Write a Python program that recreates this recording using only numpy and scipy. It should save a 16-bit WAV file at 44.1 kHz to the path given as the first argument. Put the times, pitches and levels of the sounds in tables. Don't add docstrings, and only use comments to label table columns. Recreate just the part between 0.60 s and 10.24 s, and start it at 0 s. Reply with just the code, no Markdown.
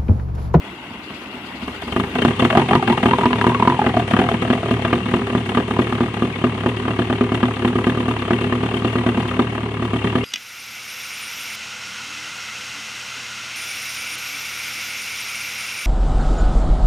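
import sys
import numpy as np
from scipy import signal
from scipy.fft import rfft, irfft, next_fast_len
from scipy.io import wavfile
from scipy.ndimage import uniform_filter1d, map_coordinates

SR = 44100
rng = np.random.default_rng(int(sys.argv[2]) if len(sys.argv) > 2 else 0)


def write(x):
    x = np.atleast_2d(x).T
    wavfile.write(sys.argv[1], SR, np.round(np.clip(x, -1, 1) * 32767).astype(np.int16))

N = 425124

# [t/s, firing rate/Hz]
SPEED = [(1.36, 24.1), (1.55, 29.8), (1.66, 32.3), (1.87, 36.2), (1.98, 42.7), (2.13, 43.6), (2.49, 33.4),
         (2.64, 41.2), (2.84, 35.4), (3.18, 42.0), (3.46, 33.7), (3.65, 38.8), (4.2, 36.6), (6.0, 34.8),
         (8.7, 35.1), (9.0, 37.2), (9.3, 35.1)]
# [t/s, gas puff/dB, clatter/dB]
LOAD = [(1.4, -17, -26.5), (1.62, -13, -23), (2.1, -14, -25.5), (2.6, -16.5, -23), (3.1, -16.5, -28),
        (3.35, -20, -26.5), (3.6, -14.5, -24.5), (4.1, -21, -27.5), (5.0, -20, -27), (5.7, -22.5, -29.5),
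        (7.3, -21, -28.5), (8.7, -20.5, -28), (9.1, -23.5, -34), (9.4, -23, -27.5)]
# [t/s, thump/dB, gas puff/dB, front/dB]
BANGS = [(1.3631, -14.5, -14, -15), (1.6502, -10.5, -10, -3), (1.8228, -11.5, -12, -18),
         (1.9728, -8, -8, -5), (2.1305, -17, -12, -21), (2.1531, -11.5, -9.5, -4), (2.2988, -17, -12, -27),
         (2.4579, -10.5, -11.5, -10), (2.5331, -15.5, -11.5, -27), (2.6569, -12, -12, -6.5),
         (2.8672, -11, -12.5, -9), (3.0748, -12.5, -10.9, -10), (3.2643, -15, -10.5, -16),
         (3.3685, -14.5, -16, -15), (3.5356, -15.5, -10.5, -35), (3.5904, -12.5, -9.5, -14),
         (3.9021, -14.5, -10.7, -14), (4.1107, -13.5, -15.5, -19), (4.249, -23, -11, -34),
         (4.3292, -12.5, -11, -15), (4.5386, -11.5, -13, -15), (4.7508, -13.5, -16.5, -11.5),
         (4.9726, -12.5, -11, -16), (5.1905, -10, -13.5, -18.5), (5.4067, -11.5, -13.5, -15.5),
         (5.6222, -12, -18.6, -22), (5.8403, -11.5, -11.5, -19), (6.0611, -12.5, -13.0, -15),
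         (6.2798, -16, -13.5, -28), (6.3906, -14.5, -13.2, -21), (6.4996, -16.5, -14.5, -22.4),
         (6.6097, -14, -13.5, -17.5), (6.7195, -15, -16.6, -22), (6.8299, -13.5, -11.5, -15),
         (7.0482, -12.5, -12.5, -16), (7.1559, -14, -16, -29), (7.2684, -11, -14.5, -22),
         (7.3737, -17, -24, -24.8), (7.4829, -14.5, -17.5, -22.3), (7.707, -11.8, -12.5, -14.5),
         (7.812, -19, -20, -29), (7.924, -16, -13.5, -22), (8.0328, -16.5, -18, -29),
         (8.14, -17.0, -20, -31), (8.2474, -13.5, -14.5, -20), (8.3553, -14, -17, -28),
         (8.4637, -13.5, -14, -25), (8.5733, -17.8, -16, -24.1), (8.7928, -10.5, -10.5, -27),
         (9.223, -17.5, -19.7, -35), (9.3335, -16.0, -20.7, -26), (9.444, -17, -14.5, -27),
         (9.5541, -13.5, -13.5, -22.5)]
MISFIRES = [1.48, 1.52, 1.73, 1.76, 1.881, 2.04, 2.06, 2.18, 2.2, 2.25, 2.35, 2.4, 2.56, 2.679, 2.969, 3.17,
            3.321, 3.452, 3.771, 3.8, 4.001, 4.439, 4.64, 4.828, 5.048, 5.51, 5.73]
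# [t/s, level/dB, thump relative to that level/dB]
COUGHS = [(0.26, -29, -20), (0.34, -30, -9), (0.5, -26, -19), (0.617, -26, -22), (0.74, -27, -20),
          (0.92, -29.5, -20), (1.022, -21, -11), (1.078, -17.5, -9.5), (1.146, -23.5, -24),
          (1.219, -17.5, -23), (1.277, -19, -7), (1.3225, -14.5, -7.5)]
# [gas puff/dB, clatter/dB, injector ping f/Hz, ping/dB]
CYLINDERS = [(-5.5, -4, 3550, -10.5), (-1, -5, 3500, -1), (-2.5, -6, 2760, -20), (-1, -6.5, 3220, -16)]
# [t/s, level/dB]
SHARP_IGNITIONS = [(1.397, -22), (1.5527, -25), (1.6183, -24), (1.7948, -18), (1.848, -20), (1.9013, -15),
                   (1.926, -24), (1.9504, -21), (2.0156, -27), (2.0857, -22), (2.1086, -22),
                   (2.1326, -15.5), (2.225, -24.5), (2.2758, -13), (2.324, -28), (2.374, -18), (2.43, -17),
                   (2.51, -19), (2.61, -20), (2.7295, -19), (2.8129, -20), (2.8407, -19), (2.9454, -24),
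                   (3.0235, -27), (3.0971, -24), (3.5091, -23), (3.565, -21), (3.6875, -20), (3.8198, -27),
                   (3.9291, -36), (4.8908, -22), (4.9472, -18.5), (5.107, -26.5), (5.3234, -21),
                   (6.306, -21), (6.5264, -22), (6.7455, -27), (6.8535, -23), (7.076, -27), (7.2406, -22.5),
                   (7.295, -24), (7.7315, -24.5), (8.488, -23), (9.3599, -27), (9.4702, -28)]
# [t/s, f/Hz, level/dB]
HOOT = [(1.93, 640, -12), (1.97, 720, -10.5), (2.02, 930, -17.5), (2.09, 700, -13), (2.135, 880, -8),
        (2.16, 1030, -15), (2.225, 800, -11), (2.28, 760, -11.5), (2.33, 980, -11.5), (2.38, 810, -14.5),
        (2.435, 740, -16.5), (2.54, 1010, -14.5), (2.59, 880, -13.5), (2.615, 990, -11), (2.735, 1020, -14),
        (2.785, 870, -18), (2.82, 980, -13.5), (2.92, 930, -18), (2.947, 1110, -6.5), (2.99, 900, -16),
        (3.03, 980, -12.5), (3.15, 985, -12), (3.195, 830, -14), (3.28, 830, -20.5), (3.345, 705, -14),
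        (3.51, 700, -20.5), (3.6, 750, -13), (3.7, 690, -17), (3.8, 680, -35), (3.95, 680, -19),
        (4.35, 690, -27)]
# [t/s, level/dB]
DRONE = [(1.08, -37), (1.19, -45), (1.33, -34), (1.5, -36), (1.85, -23), (2.6, -27), (3.6, -25), (4.1, -27),
         (5.8, -30), (6.4, -29.5), (9.64, -28.5)]
# [multiple of the firing rate, relative level/dB]
DRONE_ORDERS = [(1, -88), (2, 9.5), (3, 19), (4, 9), (5, -17)]
# [t/s, level/dB]
WHIRR = [(0.0, -38), (0.9, -36.5), (1.34, -35.5), (1.55, -28.5), (2.6, -28.5), (6.1, -32), (8.7, -30.5),
         (9.1, -34), (9.45, -31.5)]
# [t/s, level/dB]
WHEEZES = [(0.425, -47), (0.535, -45), (0.61, -51), (0.7, -50), (0.85, -47), (0.945, -46), (1.02, -45),
           (1.145, -49), (1.225, -44), (1.29, -46)]

PIPE = [(119.1, 5.1, 1.5), (199, 3.9, 1.5), (245.8, 11.7, 9), (291.5, 12.3, -2), (350.4, 16.2, 2.5),
        (398, 4.1, -1), (430.7, 5.8, -9), (496, 4.6, -9.5), (560, 6.1, -13), (654, 15, -11.5),
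        (711, 18, -10.5), (1206, 50, 1), (1635, 200, -9.5), (2430, 150, -6), (3086, 84, 2.5)]
GAS = [(204, 30, 1), (242.4, 36, 9), (358, 33, 3.5), (397.6, 16.5, 6.5), (499.6, 12, 1.5), (658, 89, -0.5),
       (798, 80, -7.5), (963, 55, -4.5), (1130, 42, -9.5), (1557, 114, -14)]
BLOCK = [(1690, 140, -5), (1948, 42, 7), (2208, 90, 7.5), (2530, 170, 3), (2759, 92, 12.5),
         (3087, 79, 10.5), (3390, 53, -16)]
CRACK_RING = [(1024, 120, 1), (1230, 210, 8.5), (1610, 260, 0.5), (1950, 100, 0.5), (2720, 130, 4.5),
              (3030, 73, 0)]
INJECTOR = [(3570, 65, -7.5), (4360, 1600, -12.5)]
STARTER_RING = [(1500, 140, -2), (1975, 28, 2), (2100, 56, 4), (2240, 49, -3), (2670, 79, 7),
                (2800, 70, 7.5)]

STARTER = [(25, -26), (60, -2.5), (105, 0.5), (130, -0.5), (220, 7), (340, 4), (480, -6), (950, -1),
           (1800, -10), (2450, -6), (2800, -20), (3200, -10), (4000, -19), (6000, -27), (10000, -29.5),
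           (14500, -36)]
GEARS = [(21, -55), (35, -41), (99, -7.5), (160, -3), (240, -7.5), (301, -11.5), (388, -3.5), (567, -23.5),
         (1180, -14.5), (1410, -25.5), (2400, -20.5), (2730, -22), (5270, -41.5), (9430, -43),
         (14900, -104)]
SIZZLE = [(2000, -27), (3700, 0), (4500, -33), (5500, 6), (7200, 2.5), (9500, 6), (11000, -2.5),
          (14500, -15.5)]
WHEEZE_COLOUR = [(1500, -20), (3000, 0), (4200, 2), (4900, 4), (5300, -8), (10000, -14), (14500, -30)]

# [f/Hz, correlation 0-1]
ALIKE = [(250, 1), (600, 0.91), (1200, 0.6), (2500, 0), (5000, 0.07), (12000, 0.08)]
# [f/Hz, left minus right/dB]
BALANCE_DB = [(100, 0.9), (250, -0.5), (550, 1), (1000, -1), (1800, 5.5), (2300, 3), (2780, 9),
              (2970, 11.5), (3150, 10.5), (4300, 11.5), (5300, 4.5), (8000, 2.5), (12000, -1.5)]
TOP_HZ = 14800

SURGE_RATE, SURGE_DELAY_S, SURGE_WIDTH_S = 4.32, 0.037, 0.035
STUMBLE_RATE, STUMBLE_S = 2.22, 0.017
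AFTER_BANG_DB, FUEL_CUT_DB, GOVERNOR_LAG_S = 1, 2, 0.024
AFTER_BANG_CLATTER_DB, AFTER_BANG_THUMP_DB, SHARP_CLATTER_DB = 1, 4, 2.5
MISS_PUFF_DB, MISS_CLATTER_DB = 20, 6
IDLE_PUFF_DB, IDLE_THUMP_DB, THUMP_GROWTH = -21, -27.5, 0.51
BLAST_DB, BLAST_LOW_HZ, BLAST_HIGH_HZ = 16.5, 108, 1480
HOOT_SWOOP, HOOT_FALL_S = 0.061, 0.0091
DRONE_SURGE_DB, DRONE_STUMBLE_DB = 1.5, 6
CRACK_DB, CRACK_RISE_S, CRACK_FALL_S, SMALL_CRACK_DB = 3.5, 0.00091, 0.0042, -8.5
RATTLE_DB = -2
TICK_DELAY_S, TICK_SPREAD_S, TICK_SCATTER_DB, TICK_DB = 0.00099, 0.011, 3, 20
INJECTOR_LEAD_S, INJECTOR_DB, INJECTOR_SCATTER_DB = 0.0049, -7.5, 2.5
PING_DELAY_S, PING_RISE_S, PING_FALL_S, PING_DETUNE, PING_SCATTER_DB = 0.001015, 0.001, 0.0054, 0.016, 3.5
STARTER_RING_DB = -4.5


def crank():
    speed = curves(SPEED, clock())[0] + hunting(SURGE_RATE, STUMBLE_RATE)
    count = np.cumsum(speed) / SR
    at_bangs = np.interp(np.array(BANGS)[:, 0], clock(), count)
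    whole = np.append(0, np.cumsum(np.round(np.diff(at_bangs))))
    return count + np.interp(count, at_bangs, whole - at_bangs)


def firings(count):
    number = np.arange(int(count[-1]) + 1)
    times = np.interp(number, count, clock())
    nearest = lambda s: np.argmin(abs(times[:, None] - np.asarray(s)), axis=0)
    bang_s, bang_thump, bang_puff, _ = np.transpose(BANGS)
    banging = nearest(bang_s)
    hard = np.isin(number, banging)
    after_bang = np.isin(number - 1, banging)
    crack_s = np.array(SHARP_IGNITIONS)[:, 0]
    sharp = nearest(crack_s)
    missed = np.setdiff1d(nearest(MISFIRES), sharp)

    cylinder = (number - banging[-1]) % len(CYLINDERS)
    uneven = np.array(CYLINDERS)[cylinder, :2].T
    fuel = AFTER_BANG_DB * after_bang - FUEL_CUT_DB * surge(times - GOVERNOR_LAG_S)
    chance = rng.standard_normal((len(times), 3))
    scatter = 0.58 * chance[:, 0] + 1.36 * chance[:, 1:].T
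    puff, clatter = curves(LOAD, times) + uneven + fuel + scatter
    puff[missed] -= MISS_PUFF_DB
    clatter[missed] -= MISS_CLATTER_DB
    thump = IDLE_THUMP_DB + THUMP_GROWTH * (puff - IDLE_PUFF_DB) + 4.2 * np.isin(number, sharp)
    clatter[sharp] += SHARP_CLATTER_DB
    clatter[after_bang] += AFTER_BANG_CLATTER_DB
    thump[after_bang & (puff < IDLE_PUFF_DB + 3)] += AFTER_BANG_THUMP_DB

    thump[banging], puff[banging] = bang_thump, bang_puff - 3
    clatter[hard] += 1.5
    times = times + ~hard * rng.normal(0, 0.0004, len(times))
    times[sharp] = np.where(hard[sharp], times[sharp], crack_s)

    s, level, rel = np.transpose(COUGHS)
    never = np.zeros(len(s), bool)
    coughs = [s, level + rel - 2, level - 8, level - 15, never, np.arange(len(s)) % len(CYLINDERS)]
    strokes = [times, thump, puff, clatter, hard, cylinder]
    return [np.append(early, later) for early, later in zip(coughs, strokes)]


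def exhaust(times, thump, puff, hard):
    pipe = resonator(PIPE)
    push_response = lambda hz: pipe(hz) * low_pass(hz, edge_hz=680)
    shock_response = lambda hz: pipe(hz) * low_pass(hz, edge_hz=955)
    front_response = lambda hz: pipe(hz) * low_pass(hz, edge_hz=1400) * 1j * hz / (1j * hz + 1500)
    pulse = -amp(thump + 29.5)
    pushes = through(spikes(times + 0.00088, pulse * ~hard), push_response)
    shocks = through(spikes(times + 0.00026, pulse * hard), shock_response)
    fronts = through(spikes(times + 0.00011, -amp(puff + 23.0) * hard), front_response)
    return pushes + shocks + fronts


def blast():
    s, _, _, front_db = np.transpose(BANGS)
    jump = spikes(s + 0.00017, -amp(front_db + BLAST_DB))
    band = lambda hz: low_pass(hz, edge_hz=BLAST_HIGH_HZ) ** 2 * 1j * hz / (1j * hz + BLAST_LOW_HZ)
    return through(jump, band)


def gas(times, puff):
    flow = bursts(times, puff + 2.3, rise=0.0029, fall=0.0062)
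    rasp = bursts(times, 2 * puff + 8, rise=0.0029, fall=0.0014)
    rasp_band = lambda hz: low_pass(hz, edge_hz=1890) ** 2 * hz / (hz + 1100)
    rush = through(flow * noise(), resonator(GAS))
    return rush + through(rasp * patchy(depth_db=4.5), rasp_band)


def hoot(times, puff):
    t = clock()
    hz, level_db = curves(HOOT, t)
    excess_db = np.minimum(puff - curves(LOAD, times)[0], 3)
    flow = bursts(times, 0.5 * excess_db, rise=0.0019, fall=HOOT_FALL_S)
    stroke = np.interp(t, np.sort(times), np.arange(len(times))) % 1
    arch = HOOT_SWOOP * (np.sin(np.pi * stroke) - 0.7)
    flutter = 0.015 * wobble(40) + 0.025 * wobble(300)
    cycles = np.cumsum(hz * (1 + arch + flutter)) / SR
    blowing = np.interp(t, [1.88, 1.94, 4.0, 4.45], [0, 1, 1, 0])
    return blowing * flow * amp(level_db - 1 + 4.1 * wobble(160)) * np.sin(2 * np.pi * cycles)


def drone(count):
    note = sum(amp(db) * np.sin(2 * np.pi * order * count) for order, db in DRONE_ORDERS)
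    running = np.interp(clock(), [0.99, 1.04], [0, 1])
    level_db = curves(DRONE, clock())[0] + hunting(DRONE_SURGE_DB, DRONE_STUMBLE_DB)
    return running * amp(level_db) * unit(note)


def cracks(times, puff, hard):
    s, db = np.transpose(SHARP_IGNITIONS)
    starts = np.append(s, times[~hard]) - 0.0005
    small_db = np.minimum(puff[~hard], IDLE_PUFF_DB) + SMALL_CRACK_DB
    spit = bursts(starts, np.append(db, small_db) + CRACK_DB, rise=CRACK_RISE_S, fall=CRACK_FALL_S)
    return through(spit * ragged(depth_db=3.5) * patchy(depth_db=0.5), resonator(CRACK_RING))


def knock(times, clatter):
    rattle = bursts(times - 0.002, clatter + RATTLE_DB, rise=0.0055, fall=0.005)
    valves = amp(curves(WHIRR, clock())[0] - 11.5)
    blows = np.hypot(rattle, valves) * ragged(depth_db=2.5) * patchy(depth_db=4.5)
    sizzle = bursts(times - 0.003, clatter - 16, rise=0.0015, fall=0.024)
    hiss = sizzle * ragged(depth_db=1.0) * noise()
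    return through(blows, resonator(BLOCK)) + through(hiss, shape(SIZZLE))


def ticks(times, clatter, count):
    when = times[:, None] + TICK_DELAY_S + TICK_SPREAD_S * rng.random((len(times), count))
    size = amp(clatter[:, None] + TICK_DB + TICK_SCATTER_DB * rng.standard_normal(when.shape))
    mix = lambda: np.cos(2 * np.pi * rng.random(when.shape))
    ports = [spikes(when.ravel(), (size * mix()).ravel()) for _ in range(2)]
    return through(np.array(ports), resonator(BLOCK))


def injector_snaps(times, clatter):
    snap_db = clatter + INJECTOR_DB + INJECTOR_SCATTER_DB * rng.standard_normal(len(times))
    snap = bursts(times - INJECTOR_LEAD_S, snap_db, rise=0.0026, fall=0.0013)
    return through(snap * noise(), resonator(INJECTOR))


def pings(times, clatter, cylinder):
    t = np.arange(SR // 20) / SR
    chance = rng.standard_normal((len(times), 2))
    hz, db = np.array(CYLINDERS)[cylinder, 2:].T
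    hz = hz * (1 + PING_DETUNE * chance[:, 0])
    db = db + clatter + PING_SCATTER_DB * chance[:, 1]
    envelope = (1 - np.exp(-t / PING_RISE_S)) * np.exp(-t / PING_FALL_S)
    ring = amp(db)[:, None] * np.sin(2 * np.pi * hz[:, None] * t) * envelope
    start = np.round((times + PING_DELAY_S) * SR) / SR
    return spikes((start[:, None] + t).ravel(), ring.ravel())


def whirr():
    level_db, = curves(WHIRR, clock())
    cranking = np.interp(clock(), [1.3, 1.7], [1, 0])
    grind = through(ragged(depth_db=1.0) * patchy(depth_db=2.5), shape(STARTER))
    churn = amp(2.0 + 1.1 * wobble(16.8)) * grind
    housing = amp(STARTER_RING_DB) * through(noise(), resonator(STARTER_RING))
    gears = amp(1.6) * through(noise(), shape(GEARS))
    return amp(level_db) * (cranking * (churn + housing) + (1 - cranking) * gears)


def wheezes():
    s, db = np.transpose(WHEEZES)
    breath = bursts(s, db, rise=0.011, fall=0.028)
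    return through(breath * ragged(depth_db=1.0) * noise(), shape(WHEEZE_COLOUR))


def surge(at):
    since = at[:, None] - np.array(BANGS)[:, 0]
    return np.exp(-((since - SURGE_DELAY_S) / SURGE_WIDTH_S) ** 2).sum(1)


def stumble(at):
    u = np.maximum(at[:, None] - np.array(MISFIRES), 0) / STUMBLE_S
    return (u * np.exp(1 - u)).sum(1)


def hunting(per_surge, per_stumble):
    at = np.arange(0, N / SR, 0.001)
    return np.interp(clock(), at, per_surge * surge(at) - per_stumble * stumble(at))


def spikes(times, sizes):
    return np.bincount(np.clip(np.round(times * SR).astype(int), 0, N), sizes, N + 1)[:N]


def bursts(times, db, rise, fall):
    t = np.arange(SR // 12) / SR
    tail = amp(-30) * np.exp(-t / 0.02)
    one = (1 - np.exp(-(t / rise) ** 2)) * (np.exp(-t / fall) + tail)
    power = signal.fftconvolve(spikes(times, amp(db) ** 2), (one / one.max()) ** 2)[:N]
    return np.sqrt(abs(power))


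def noise():
    turn = lambda hz: np.arccos(np.clip(along(ALIKE, hz), -1, 1)) / 2
    split = lambda hz: np.array([np.cos(turn(hz)), np.sin(turn(hz))])
    mid, side = filtered(rng.standard_normal((2, N)), split)
    return np.array([mid + side, mid - side])


def patchy(depth_db):
    z = signal.stft(noise(), nperseg=512)[2]
    field = uniform_filter1d(rng.standard_normal(z.shape[1:]), 4, 0)
    field = uniform_filter1d(field, 4, 1)
    return unit(signal.istft(z * amp(depth_db * unit(field)), nperseg=512)[1][:, :N])


def wobble(rate):
    return map_coordinates(rng.standard_normal(int(N * rate / SR) + 4), [np.arange(N) * rate / SR])


def ragged(depth_db):
    return unit(amp(depth_db * wobble(450)))


def low_pass(hz, edge_hz):
    return 1 / (1 + 1j * np.sqrt(2) * hz / edge_hz - (hz / edge_hz) ** 2)


def resonator(modes):
    f = np.arange(0, SR / 2, 1.0)
    h = sum(amp(db) * 1j * f * w / (c * c - f * f + 1j * f * w) for c, w, db in modes)
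    h = h * low_pass(f, edge_hz=2830) ** 2
    return lambda hz: np.interp(hz, f, h)


def shape(points):
    return lambda hz: amp(along(points, hz))


def filtered(x, response):
    m = next_fast_len(N + SR // 2)
    return irfft(rfft(x, m) * response(np.fft.rfftfreq(m, 1 / SR)), m)[..., :N]


def through(x, response):
    power = np.mean(abs(response(np.arange(0, SR / 2, 2.0))) ** 2)
    return filtered(x, response) / np.sqrt(power)


def along(points, hz):
    f, v = np.transpose(points)
    return np.interp(np.log(hz + 1), np.log(f + 1), v)


def curves(rows, at):
    s, *cols = np.transpose(rows)
    return [np.interp(at, s, c) for c in cols]


def clock():
    return np.arange(N) / SR


def amp(db):
    return 10 ** (np.asarray(db) / 20)


def unit(x):
    return x / np.sqrt(np.mean(x ** 2) + 1e-20)


def scene():
    count = crank()
    times, thump, puff, clatter, hard, cylinder = firings(count)
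    tailpipe = exhaust(times, thump, puff, hard) + blast() + gas(times, puff)
    tailpipe = tailpipe + hoot(times, puff) + drone(count)
    metal = knock(times, clatter) + ticks(times, clatter, count=5)
    metal = metal + injector_snaps(times, clatter) + pings(times, clatter, cylinder)
    return tailpipe + cracks(times, puff, hard) + metal + whirr() + wheezes()


def record(dry):
    side = np.array([[0.5], [-0.5]])
    lag = 3 / SR
    ports = lambda hz: amp(side * along(BALANCE_DB, hz)) * np.exp(-2j * np.pi * hz * side * lag)
    low_cut = lambda hz: low_pass(-1 / (hz + 1), edge_hz=1 / 50)
    heard = np.clip(filtered(dry, lambda hz: ports(hz) * low_cut(hz)), -1, 1)
    return filtered(heard, lambda hz: hz < TOP_HZ)


dry = scene()
out = record(dry)
write(out)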